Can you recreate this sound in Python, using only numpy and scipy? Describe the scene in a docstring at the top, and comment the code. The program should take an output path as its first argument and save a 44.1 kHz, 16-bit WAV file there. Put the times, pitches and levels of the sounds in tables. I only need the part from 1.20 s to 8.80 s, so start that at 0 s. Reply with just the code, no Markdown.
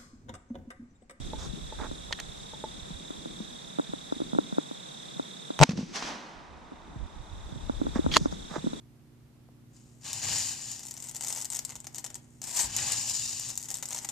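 """Shot in a grassy clearing

One shot, heard from a small hand-held camera behind the shooter: a cluster of cracks over a low thump,
then the roar sent back by the tree line. The safety clicks before it and the bolt slides open after it.
Close up, the housing knocks in the hand, fingers tap the stock, cloth rustles and wind puffs on the two
microphone ports. Behind, a cricket, far insects and airy hiss duck under the shot and climb back."""
import sys
import numpy as np
from scipy import signal
from scipy.io import wavfile

SR = 44100
rng = np.random.default_rng(int(sys.argv[2]) if len(sys.argv) > 2 else 0)


def bounce(signal):
    """Save signal as a 16-bit WAV file at the path given by the first command-line argument."""
    frames = np.transpose(np.atleast_2d(signal))
    limited = np.clip(frames, -1, 1)
    pcm = np.round(limited * 32767).astype(np.int16)
    wavfile.write(sys.argv[1], SR, pcm)


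N = 335160

# cracks of the shot: t/s, pop level/dB, spit level/dB
CRACKS = [(4.391, -25.5, -19), (4.396, -42.5, -36), (4.402, -16.5, -26.5), (4.4134, -5.5, -16.5),
          (4.4181, -19, -24), (4.423, -4.5, -19.5), (4.4297, -2.5, -12), (4.434, -17, -0.5),
          (4.4365, -14.5, -32)]
# ring of each pop: f/Hz, level/dB, t60/s
POP_MODES = [(668, 1, 0.02), (874, 4, 0.018), (1370, -11, 0.019)]
# tone of the spitting gas: f/Hz, density/dB
GAS_SPECTRUM = [(150, -18), (350, 9), (900, 7.5), (1770, 6), (2970, 6.5), (4840, 0), (5900, 4),
                (8500, -14.5), (10700, -27), (12300, -16), (15000, -38)]
# stereo width of gas and roar: f/Hz, left-right correlation
SHOT_CORRELATION = [(60, 0.37), (130, 0.47), (290, 1), (630, 0.53), (1380, 0.19), (3020, 0.73),
                    (6610, 0.69), (14500, 0.024)]
# their placement: f/Hz, pan/dB
SHOT_PAN = [(60, -1.5), (180, 0.5), (540, -1.5), (1610, -2.5), (4830, -0.5), (14500, 1.5)]
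def blast():
    """Pops with a spit of gas each, over a swelling thump, hiss and thin whistle."""
    times, pop_db, spit_db = np.transpose(CRACKS)
    pops = -sum(from_db(db) * ring(strikes(times, pop_db), hz, t60) for hz, db, t60 in POP_MODES) / 2
    pops = butter(pops, 2, 2200)   # soft front
    pops = np.array([pops, 0.86 * np.roll(pops, 4)])   # the far port hears it later and weaker
    spit = die_away(strikes(times, spit_db), t60=0.011)
    hiss = swell(4.405, .029, .003, .005, db=-24)
    gas = coloured(GAS_SPECTRUM, SHOT_CORRELATION, SHOT_PAN, span=(4.38, 4.5)) * (spit + hiss)
    thump_hz, whistle_hz, crest_s, lag_rad = 144, 7920, 4.4213, np.array([[0], [0.7]])
    t = np.arange(N) / SR - crest_s
    left, right = swell(4.399, .017, .012, .015, db=-7), swell(4.401, .010, .018, .009, db=-15)
    thump = np.array([left, right]) * np.cos(2 * np.pi * thump_hz * t - lag_rad)
    whistle = swell(4.4, .025, .005, .011, db=-32) * np.sin(2 * np.pi * whistle_hz * t)
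    return pops + gas + thump + whistle


# roar from the bushes, then the tree line: t/s, level/dB
ROAR_ENVELOPE = [(4.44, -50.5), (4.55, -61), (4.60, -51.5), (4.66, -59.5), (4.725, -57), (4.759, -38),
                 (4.81, -43.5), (4.88, -37.5), (5.0, -45), (5.3, -50.5), (6.75, -53.5), (6.95, -50)]
# its tone before the treble tilt: f/Hz, density/dB
ROAR_SPECTRUM = [(88, -45), (150, 5), (300, 4.5), (450, -1.5), (900, 5), (1500, -2.5), (2400, -8.5),
                 (4000, -15.5), (6300, -18.5), (8500, -46), (13000, -67.5)]
# sharp returns inside it: t/s, level/dB
SLAPS = [(4.492, -36), (4.507, -42), (4.517, -44), (4.573, -44), (4.824, -38)]
def roar():
    """Leaf and trunk echoes merge into noise that dulls as farther trees answer; a few stand out."""
    tree_line_s, dulling_s = 4.753, 0.38
    near_tilt, far_tilt = 8.5, -2.5   # dB per octave above 1 kHz
    later = np.maximum(np.arange(N) / SR - tree_line_s, 0)
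    tilt = far_tilt + (near_tilt - far_tilt) * np.exp(-later / dulling_s)
    span = ROAR_ENVELOPE[0][0], ROAR_ENVELOPE[-1][0]
    echoes = coloured(ROAR_SPECTRUM, SHOT_CORRELATION, SHOT_PAN, span, tilt_db=tilt)
    slaps = die_away(strikes(*np.transpose(SLAPS)), t60=0.024)
    slaps = signal.lfilter([.02], [1, -.98], slaps)   # scattered fronts rise over a millisecond
    return echoes * (fader(ROAR_ENVELOPE) + slaps)


# booming echoes: t/s, level/dB, f/Hz
BOOMS = [(4.443, -23.5, 253), (4.491, -16, 184), (4.511, -24, 231), (4.533, -24.5, 187), (4.556, -30, 151),
         (4.578, -22.5, 207), (4.589, -20, 235), (4.609, -26, 245), (4.629, -25, 183), (4.824, -22.5, 980)]
def booms():
    """The near ground and bank throw back booms, each ringing for 12 cycles behind a brief front."""
    bodies = sum(ring(strikes([s], [db]), hz, t60=12 / hz) for s, db, hz in BOOMS)
    times, level_db, _ = np.transpose(BOOMS)
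    fronts = ring(strikes(times, level_db - 17), hz=463, t60=0.031)
    return butter(bodies + fronts, 2, [110, 1300], "band")


# safety, buckle and bolt clicks: t/s, level/dB, pan/dB, centre f/Hz, spread/octaves, rattle/s
CLICKS = [(0.908, -46, 0, 705, 0.49, 0.0038), (0.9244, -39.5, -1, 2840, 0.98, .0043),
          (.986, -51, 2, 1910, 0.69, .0062), (0.999, -46.5, -2, 5300, 2.1, .0025),
          (6.913, -45.5, -2, 3070, 0.36, 0.0081), (6.938, -40, -5, 3300, 0.54, .0028),
          (6.945, -42, -1, 4200, 0.68, .0024), (6.956, -49, -1, 4300, .6, 0.002),
          (6.961, -37, 2, 2500, 1.3, 0.0021), (6.9669, -28.5, 8, 4380, 0.73, 0.001),
          (6.9674, -48, -3, 9300, .94, .001), (6.9675, -26, -5.5, 1310, 1.77, .0017),
          (6.973, -44.5, -4, 5950, 0.92, 0.0046)]
# ring of the steel: f/Hz, t60/s
STEEL_MODES = [(600, 0.013), (870, 0.012), (1050, 0.015), (1287, 0.0034), (1550, 0.0032), (1850, 0.016),
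               (2250, 0.0042), (2800, 0.0048), (3250, 0.014), (3650, 0.0042), (4100, 0.0074),
               (4650, 0.0083), (5400, 0.0055), (6105, 0.0097), (6815, 0.0084), (7600, 0.0023),
               (9300, 0.0014), (12500, 0.00094)]
# while the action is worked: start/s, end/s
HANDLING = [(.9, 1.1), (6.85, 7.1)]
BOLT_STOP_S = 6.9668
def action():
    """Each click rattles the steel modes near its pitch; the bolt scrapes open and slams on its stop."""
    out = -ring(strikes([BOLT_STOP_S], [-1]), hz=1250, t60=.007) * pan(-6.5)
    scrape = swell(6.905, .054, .002, .014, db=-50.5) * pan(-1)
    t = np.arange(SR // 20) / SR
    busy = np.concatenate([np.arange(round(start * SR), round(end * SR)) for start, end in HANDLING])
    for hz, t60 in STEEL_MODES:
        force = scrape * from_db(-6 * np.log2(hz / 3600) ** 2)
        for s, db, pan_db, centre_hz, spread, rattle_s in CLICKS:
            share_db = -6 * (np.log2(hz / centre_hz) / spread) ** 2
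            rattle = t / rattle_s * np.exp(1 - 2 * t / rattle_s)
            i = round(s * SR)
            force[:, i:i + len(t)] += from_db(db + share_db) * pan(pan_db) * rattle
        contacts = rng.standard_normal(len(busy)) + 0.66 * rng.standard_normal((2, len(busy)))
        out[:, busy] += ring(force[:, busy] * contacts, hz, t60)
    return out


# blows that rock the housing, ports nearly opposed: t/s, level/dB, pan/dB, f/Hz, snap/dB
ROCKING_KNOCKS = [(.263, -27, 10, 136, -26), (.29, -30, 14, 120, -23), (.332, -29, 17, 180, -27),
                  (.615, -22.5, -2, 262, -14), (.633, -35, 2, 122, 2), (.712, -23.5, 2.5, 275, -6),
                  (1.904, -22.5, 2.5, 274, -7.5), (2.056, -24, 0, 295, -5), (2.585, -15, -4, 269, -7),
                  (2.595, -11.5, 0, 286, -5.5), (2.691, -26, -3, 186, -16), (2.734, -19, 0.5, 283, -4),
                  (2.922, -14, 1.5, 288, -5.5), (2.964, -24.5, -4, 262, -21),
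                  (3.001, -16.5, -2.5, 322, -11), (3.016, -13.5, 0, 290, -14), (3.131, -16.5, -5, 219, -8),
                  (3.148, -18, 1, 195, -3.5), (3.161, -17, -4, 278, -24), (3.185, -5.5, 0.5, 303, -6),
                  (3.324, -17.5, -1.5, 193, -8), (3.367, -30, -3, 197, -3), (3.382, -8, 1.5, 294, -6),
                  (3.511, -22.5, -0.5, 275, -6), (3.961, -27, -2, 170, -12), (3.995, -16.5, 1, 275, -3.5),
                  (4.303, -17.5, 0, 286, -5.5), (5.518, -30, -2, 272, -8), (6.322, -21, -11, 89, -23),
                  (6.357, -26, -14, 121, -21), (6.495, -13.5, -3, 250, -6), (6.614, -10.5, -4.5, 280, -14),
                  (6.666, -15.5, 0, 267, -5.5), (6.681, -26, -9, 118, -27), (6.791, -6.5, 2, 310, -24),
                  (6.842, -17, -2, 158, -13), (6.862, -10, 4.5, 250, -6), (6.895, -25, -1, 120, -6),
                  (6.918, -21, -4, 130, -10), (7.009, -13.5, -3.5, 159, -24), (7.056, -9, -1, 278, -7.5),
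                  (7.124, -23, 2.5, 184, -3), (7.463, -13, -3.5, 235, -28), (7.469, -11, -2.5, 260, -14),
                  (7.531, -20, 2, 273, -6.5)]
# blows that shove it whole, ports more in step: t/s, level/dB, pan/dB, f/Hz, snap/dB
SHOVING_KNOCKS = [(1.704, -27, -2, 172, -18), (2.202, -22, 2, 210, -18), (5.758, -21, -2, 101, -33),
                  (6.757, -12.5, 0, 232, -18), (7.31, -26.5, -1, 176, -8), (7.361, -18, -1, 325, -12),
                  (7.376, -23.5, 0, 150, -23), (7.441, -17.5, -2, 230, -23)]
# its higher rings: f/Hz, level/dB, decay/s, factor on the phase lag
SNAP_MODES = [(567, 9.5, 0.0016, 1.197), (938, 4, 0.0017, 1.125), (1370, 5.5, 0.0011, 1.06)]
def housing_knocks(blows, lag_rad):
    """Each blow rings the housing with a damped low body and a snap, out of phase between the ports."""
    out, t = np.zeros((2, N + SR)), np.arange(SR // 10) / SR
    rise = (1 - np.exp(-t / 0.00071)) ** 3
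    rad_per_hz, lag = 2 * np.pi * (t - .002), np.array([[0], [lag_rad]])
    snap = sum(from_db(db) * np.exp(-t / decay) * np.cos(hz * rad_per_hz - factor * lag)
               for hz, db, decay, factor in SNAP_MODES)
    for s, db, pan_db, hz, snap_db in blows:
        body = np.exp(-t * hz / 1.32) * np.cos(hz * rad_per_hz - lag)
        i = round(s * SR)
        out[:, i:i + len(t)] += from_db(db) * pan(pan_db) * rise * (body + from_db(snap_db) * snap)
    return butter(out[:, :N], 4, [135, 1750], "band")


# fingertip taps: t/s, level/dB, pan/dB
TAPS = [(0.134, -28, -3), (0.524, -32.5, -1.5), (0.601, -31.5, -7.0), (0.646, -33, -3), (1.335, -36, -0.5),
        (1.44, -25, -2)]
# ring of the stock: f/Hz, level/dB, t60/s
STOCK_MODES = [(493, -5, 0.022), (620, -6, 0.038), (872, -3, 0.059), (1230, -17.5, 0.007)]
def stock_taps():
    """Soft fingertip blows ring the hollow stock."""
    times, level_db, pan_db = np.transpose(TAPS)
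    blows = np.array([strikes(times, level_db + pan_db / 2), strikes(times, level_db - pan_db / 2)])
    soft = butter(blows, 2, 1600)
    return sum(from_db(db) * ring(soft, hz, t60) for hz, db, t60 in STOCK_MODES)


# cloth and sling moves: t/s, hold/s, dull level/dB, bright level/dB
RUSTLES = [(0.177, 0.071, -53, -50), (0.584, 0.056, -43.5, -59), (6.746, 0.0028, -37.5, -48),
           (6.974, 0.053, -62, -51.5), (7.041, .004, -51, -55), (7.104, .01, -57, -53),
           (7.294, 0.04, -46.5, -56), (7.346, .008, -40.5, -56)]
def rustle():
    """Folds of cloth slip in dull crumples and bright swishes."""
    attack_s, release_s = 0.012, .035
    dull = sum(swell(s, attack_s, hold, release_s, db) for s, hold, db, _ in RUSTLES)
    bright = sum(swell(s, attack_s, hold, release_s, db) for s, hold, _, db in RUSTLES)
    crumple = band(band(grains(per_s=900, spread_db=2), 350, 1560), 330, 1900) * pan(-9)
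    swish = band(grains(per_s=5000, spread_db=4) + .5 * rng.standard_normal((2, N)), 4750, 7100)
    return dull * crumple + bright * swish


# wind on the ports: t/s, level/dB
WIND_ENVELOPE = [(0, -37), (.15, -43), (.55, -45), (.9, -51.5), (1.65, -53.5), (1.85, -59), (2.26, -55.5),
                 (2.6, -73), (2.96, -57), (3.45, -74), (4.38, -75), (4.6, -57), (4.87, -67), (5.5, -56.5),
                 (5.95, -48), (6.37, -44.5), (6.65, -35), (6.92, -44), (7.37, -48.5), (7.6, -59)]
def wind():
    """Low turbulence, partly shared by the ports, puffs unevenly on each."""
    turbulence = band(0.76 * rng.standard_normal(N) + rng.standard_normal((2, N)), 22.7, 75.6)
    puffs = from_db([2.8 * drift(7.5), 7.66 * drift(6.8)])
    return fader(WIND_ENVELOPE) * turbulence * puffs


# low rumble swells: t/s, hold/s, level/dB
RUMBLE_SWELLS = [(0, 0.086, -48.5), (0.197, .12, -54.5), (0.603, 0.034, -50.5), (1.29, 0.14, -56.5),
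                 (1.75, 0.41, -56.5), (3.0, 0.13, -43.5), (4.505, 0.084, -46), (5.65, .05, -58.5),
                 (6.28, .08, -56), (6.548, .04, -39), (6.87, 0.063, -38), (7.043, 0.059, -48.5),
                 (7.41, .15, -46)]
def low_rumble():
    """A lumpy rumble swells from the hand on the housing, and once from the shot's low echo."""
    swells = sum(swell(s, 0.066, hold, .12, db) for s, hold, db in RUMBLE_SWELLS)
    rumble = band(band(rng.standard_normal((2, N)), 133, 342), 133, 480)
    lumps = from_db(4 * drift(14.4))
    return (from_db(-62.5) + swells) * rumble * lumps


# two bouts of trilling, the second after the shot: start/s, one stroke at t/s, stroke rate/Hz
BOUTS = [(0, 2.1093, 35.433), (4.9, 6.4938, 35.46)]
# fade of each bout: starting level/dB, slope/(dB per s)
BOUT_FADES = [(-53, 0.68), (-52.5, -.5)]
def cricket():
    """Each wing stroke is a falling tone, rippled by the teeth of the file."""
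    wing_hz, sweep_hz, tooth_hz = 3665, 105, 328
    t = np.arange(N) / SR
    bout = (t > BOUTS[1][0]).astype(int)
    start, stroke_s, rate = np.transpose(BOUTS)[:, bout]
    db, db_per_s = np.transpose(BOUT_FADES)[:, bout]
    beat = 2 * np.pi * rate * (t - stroke_s)
    strokes = np.exp(1.01 * (np.cos(beat) - 1)) * from_db(0.64 * drift(21))
    tone = np.sin(phase(wing_hz - sweep_hz * np.sin(beat) + 12 * drift(4)))
    teeth = 1 + .5 * np.cos(phase(tooth_hz + 40 * drift(25)))
    return from_db(db + db_per_s * (t - start)) * pan(-5.5) * rms_one(strokes * teeth * tone)


# insect chorus: low f/Hz, high f/Hz, level/dB, change once startled/dB, throb/Hz, depth 0-1, pan/dB
FAR_INSECTS = [(3290, 3480, -55.5, -2, 31, 0, -2), (3694, 4080, -59, -2, 29, .3, -1),
               (7160, 8580, -66, -2.5, 16, 0.18, -12), (8820, 9050, -81.5, -5, 16.6, 0.5, -19.5)]
def far_insects():
    """Distant singers blur into narrow bands that throb, quieter once the shot has startled them."""
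    out, startled = 0, np.arange(N) > CRACKS[0][0] * SR
    for low_hz, high_hz, db, startled_db, rate, depth, pan_db in FAR_INSECTS:
        throb = 1 + depth * np.cos(phase(rate * (1 + 0.0322 * drift(1))))
        noise = rng.standard_normal(N) + 3.1 * rng.standard_normal((2, N))
        song = band(band(noise, low_hz, high_hz), low_hz, high_hz)
        out = out + from_db(db + startled_db * startled) * pan(pan_db) * throb ** 2 * song
    return out


# tone of the clearing: f/Hz, density/dB
AIR_SPECTRUM = [(70, -30), (100, -82), (132, -2), (167, 1.5), (300, -9), (627, -7), (1300, -13.5),
                (2620, -20.5), (4400, -21), (6200, -16), (7000, -16.5), (8500, -23), (10400, -33.5),
                (12400, -36.5), (14900, -65)]
# its stereo width: f/Hz, left-right correlation
AIR_CORRELATION = [(60, 0.5), (130, 0.19), (290, -0.005), (630, -0.77), (1380, -0.49), (3020, 0.75),
                   (6610, -0.42), (14500, -0.3)]
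# its placement: f/Hz, pan/dB
AIR_PAN = [(60, 30.5), (180, -4), (540, -0.5), (1610, -0.5), (4830, -1.5), (14500, -3.5)]
def air():
    """A bed of low murmur and hiss whose bands flicker slightly."""
    bed = coloured(AIR_SPECTRUM, AIR_CORRELATION, AIR_PAN, span=(0, N / SR), flicker_db=0.77)
    return from_db(-46.5) * bed


def ducking():
    """Gain of the background: it drops at the shot, sinks, stays, climbs back and dips at the bolt slam."""
    t = np.arange(N) / SR
    drop_db, deepest_db, recovery_db_per_s = -13, -20.5, 13.5
    turns = np.cumsum([CRACKS[2][0], .04, .25, 0.56, -deepest_db / recovery_db_per_s])
    shot_db = np.interp(t, turns, [0, drop_db, deepest_db, deepest_db, 0])
    after = np.maximum(t - BOLT_STOP_S, 0)
    slam_db = -3.5 * (after > 0) * np.exp(-after / 0.12)
    return from_db(shot_db + slam_db)


def from_db(db):
    """Decibels to gain."""
    return 10 ** (np.asarray(db) / 20)


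def rms_one(x):
    """Scale to unit rms."""
    return x / np.sqrt(np.mean(x ** 2) + 1e-20)


def pan(db):
    """Stereo gains for a left-minus-right level difference."""
    return from_db(np.array([[.5], [-.5]]) * db)


def phase(hz):
    """Running phase of a changing frequency."""
    return 2 * np.pi * np.cumsum(hz) / SR


def fader(points):
    """Gain that rides through (t/s, level/dB) points."""
    return from_db(np.interp(np.arange(N) / SR, *np.transpose(points)))


def swell(start, attack, hold, release, db):
    """Gain that rises, holds and falls in straight lines; times in seconds."""
    return from_db(db) * np.interp(np.arange(N) / SR, np.cumsum([start, attack, hold, release]), [0, 1, 1, 0])


def drift(hz):
    """Slow random wander of unit rms."""
    r = np.exp(-80 * np.pi * hz / SR)
    slow = signal.lfilter([1], [1, -2 * r, r * r], rng.standard_normal(N // 40 + 2002))[2000:]
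    return np.interp(np.arange(N) / 40, np.arange(len(slow)), rms_one(slow))


def butter(x, order, hz, kind="low"):
    """Butterworth filter."""
    return signal.sosfilt(signal.butter(order, hz, kind, fs=SR, output="sos"), x)


def band(x, low_hz, high_hz):
    """Band-pass to unit rms."""
    return rms_one(butter(x, 2, [low_hz, high_hz], "band"))


def strikes(times, levels_db):
    """A click at each time."""
    clicks = np.zeros(N)
    clicks[np.round(np.asarray(times) * SR).astype(int)] = from_db(levels_db)
    return clicks


def grains(per_s, spread_db):
    """Random clicks of uneven size."""
    sizes = from_db(spread_db * np.minimum(rng.exponential(1, N), 4)) * rng.choice([-1, 1], N)
    return sizes * (rng.random(N) < per_s / SR)


def die_away(clicks, t60):
    """Give each click an exponential tail."""
    return signal.lfilter([1], [1, -from_db(-60 / (t60 * SR))], clicks)


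def ring(clicks, hz, t60):
    """Each click sets a damped sine ringing."""
    r, w = from_db(-60 / (t60 * SR)), 2 * np.pi * hz / SR
    return signal.lfilter([0, np.sin(w)], [1, -2 * r * np.cos(w), r * r], clicks + 1e-18)


def at_hz(points, hz):
    """Read a curve on a log-frequency axis."""
    freqs, values = np.transpose(points)
    return np.interp(np.log(hz), np.log(freqs), values)


def coloured(spectrum, correlation, pans, span, flicker_db=0, tilt_db=None):
    """Third-octave bands of stereo noise over a span of seconds; unit rms before flicker and tilt."""
    part, out = slice(round(span[0] * SR), round(span[1] * SR)), np.zeros((2, N))
    power, edges = 0, 80 * 2 ** np.arange(0, 7.9, 1 / 3)
    white = rng.standard_normal((2, 2, N))[..., part]
    for k, (low, high) in enumerate(zip(edges, edges[1:])):
        mid, side = band(white[k % 2], low, high)
        hz = np.sqrt(low * high)
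        gain = from_db(at_hz(spectrum, hz)) * np.sqrt(high - low)
        power += 2 * gain ** 2
        if flicker_db:
            gain = gain * from_db(flicker_db * drift(22)[part])
        if tilt_db is not None:
            gain = gain * from_db(tilt_db[part] * max(np.log2(hz / 1000), 0))
        alike = np.clip(at_hz(correlation, hz), -1, 1)
        pair = np.sqrt(1 + alike) * mid + np.sqrt(1 - alike) * side * [[1], [-1]]
        out[:, part] += gain * pan(at_hz(pans, hz)) * pair
    return out / np.sqrt(power)


def scene():
    """The shot and the close handling sounds over the ducked background."""
    background = ducking() * (air() + cricket() + far_insects())
    shot = blast() + roar() + booms()
    knocks = housing_knocks(ROCKING_KNOCKS, lag_rad=-2.444) + housing_knocks(SHOVING_KNOCKS, lag_rad=1.25)
    return shot + knocks + stock_taps() + wind() + low_rumble() + rustle() + action() + background


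def record(dry):
    """Soft saturation rounds the peaks; a steep low-pass cuts the top."""
    rounded = 1.228 * np.tanh(dry / 1.195)
    return signal.sosfilt(signal.cheby2(12, 70, 15060, fs=SR, output="sos"), rounded)


dry = scene()
out = record(dry)
bounce(out)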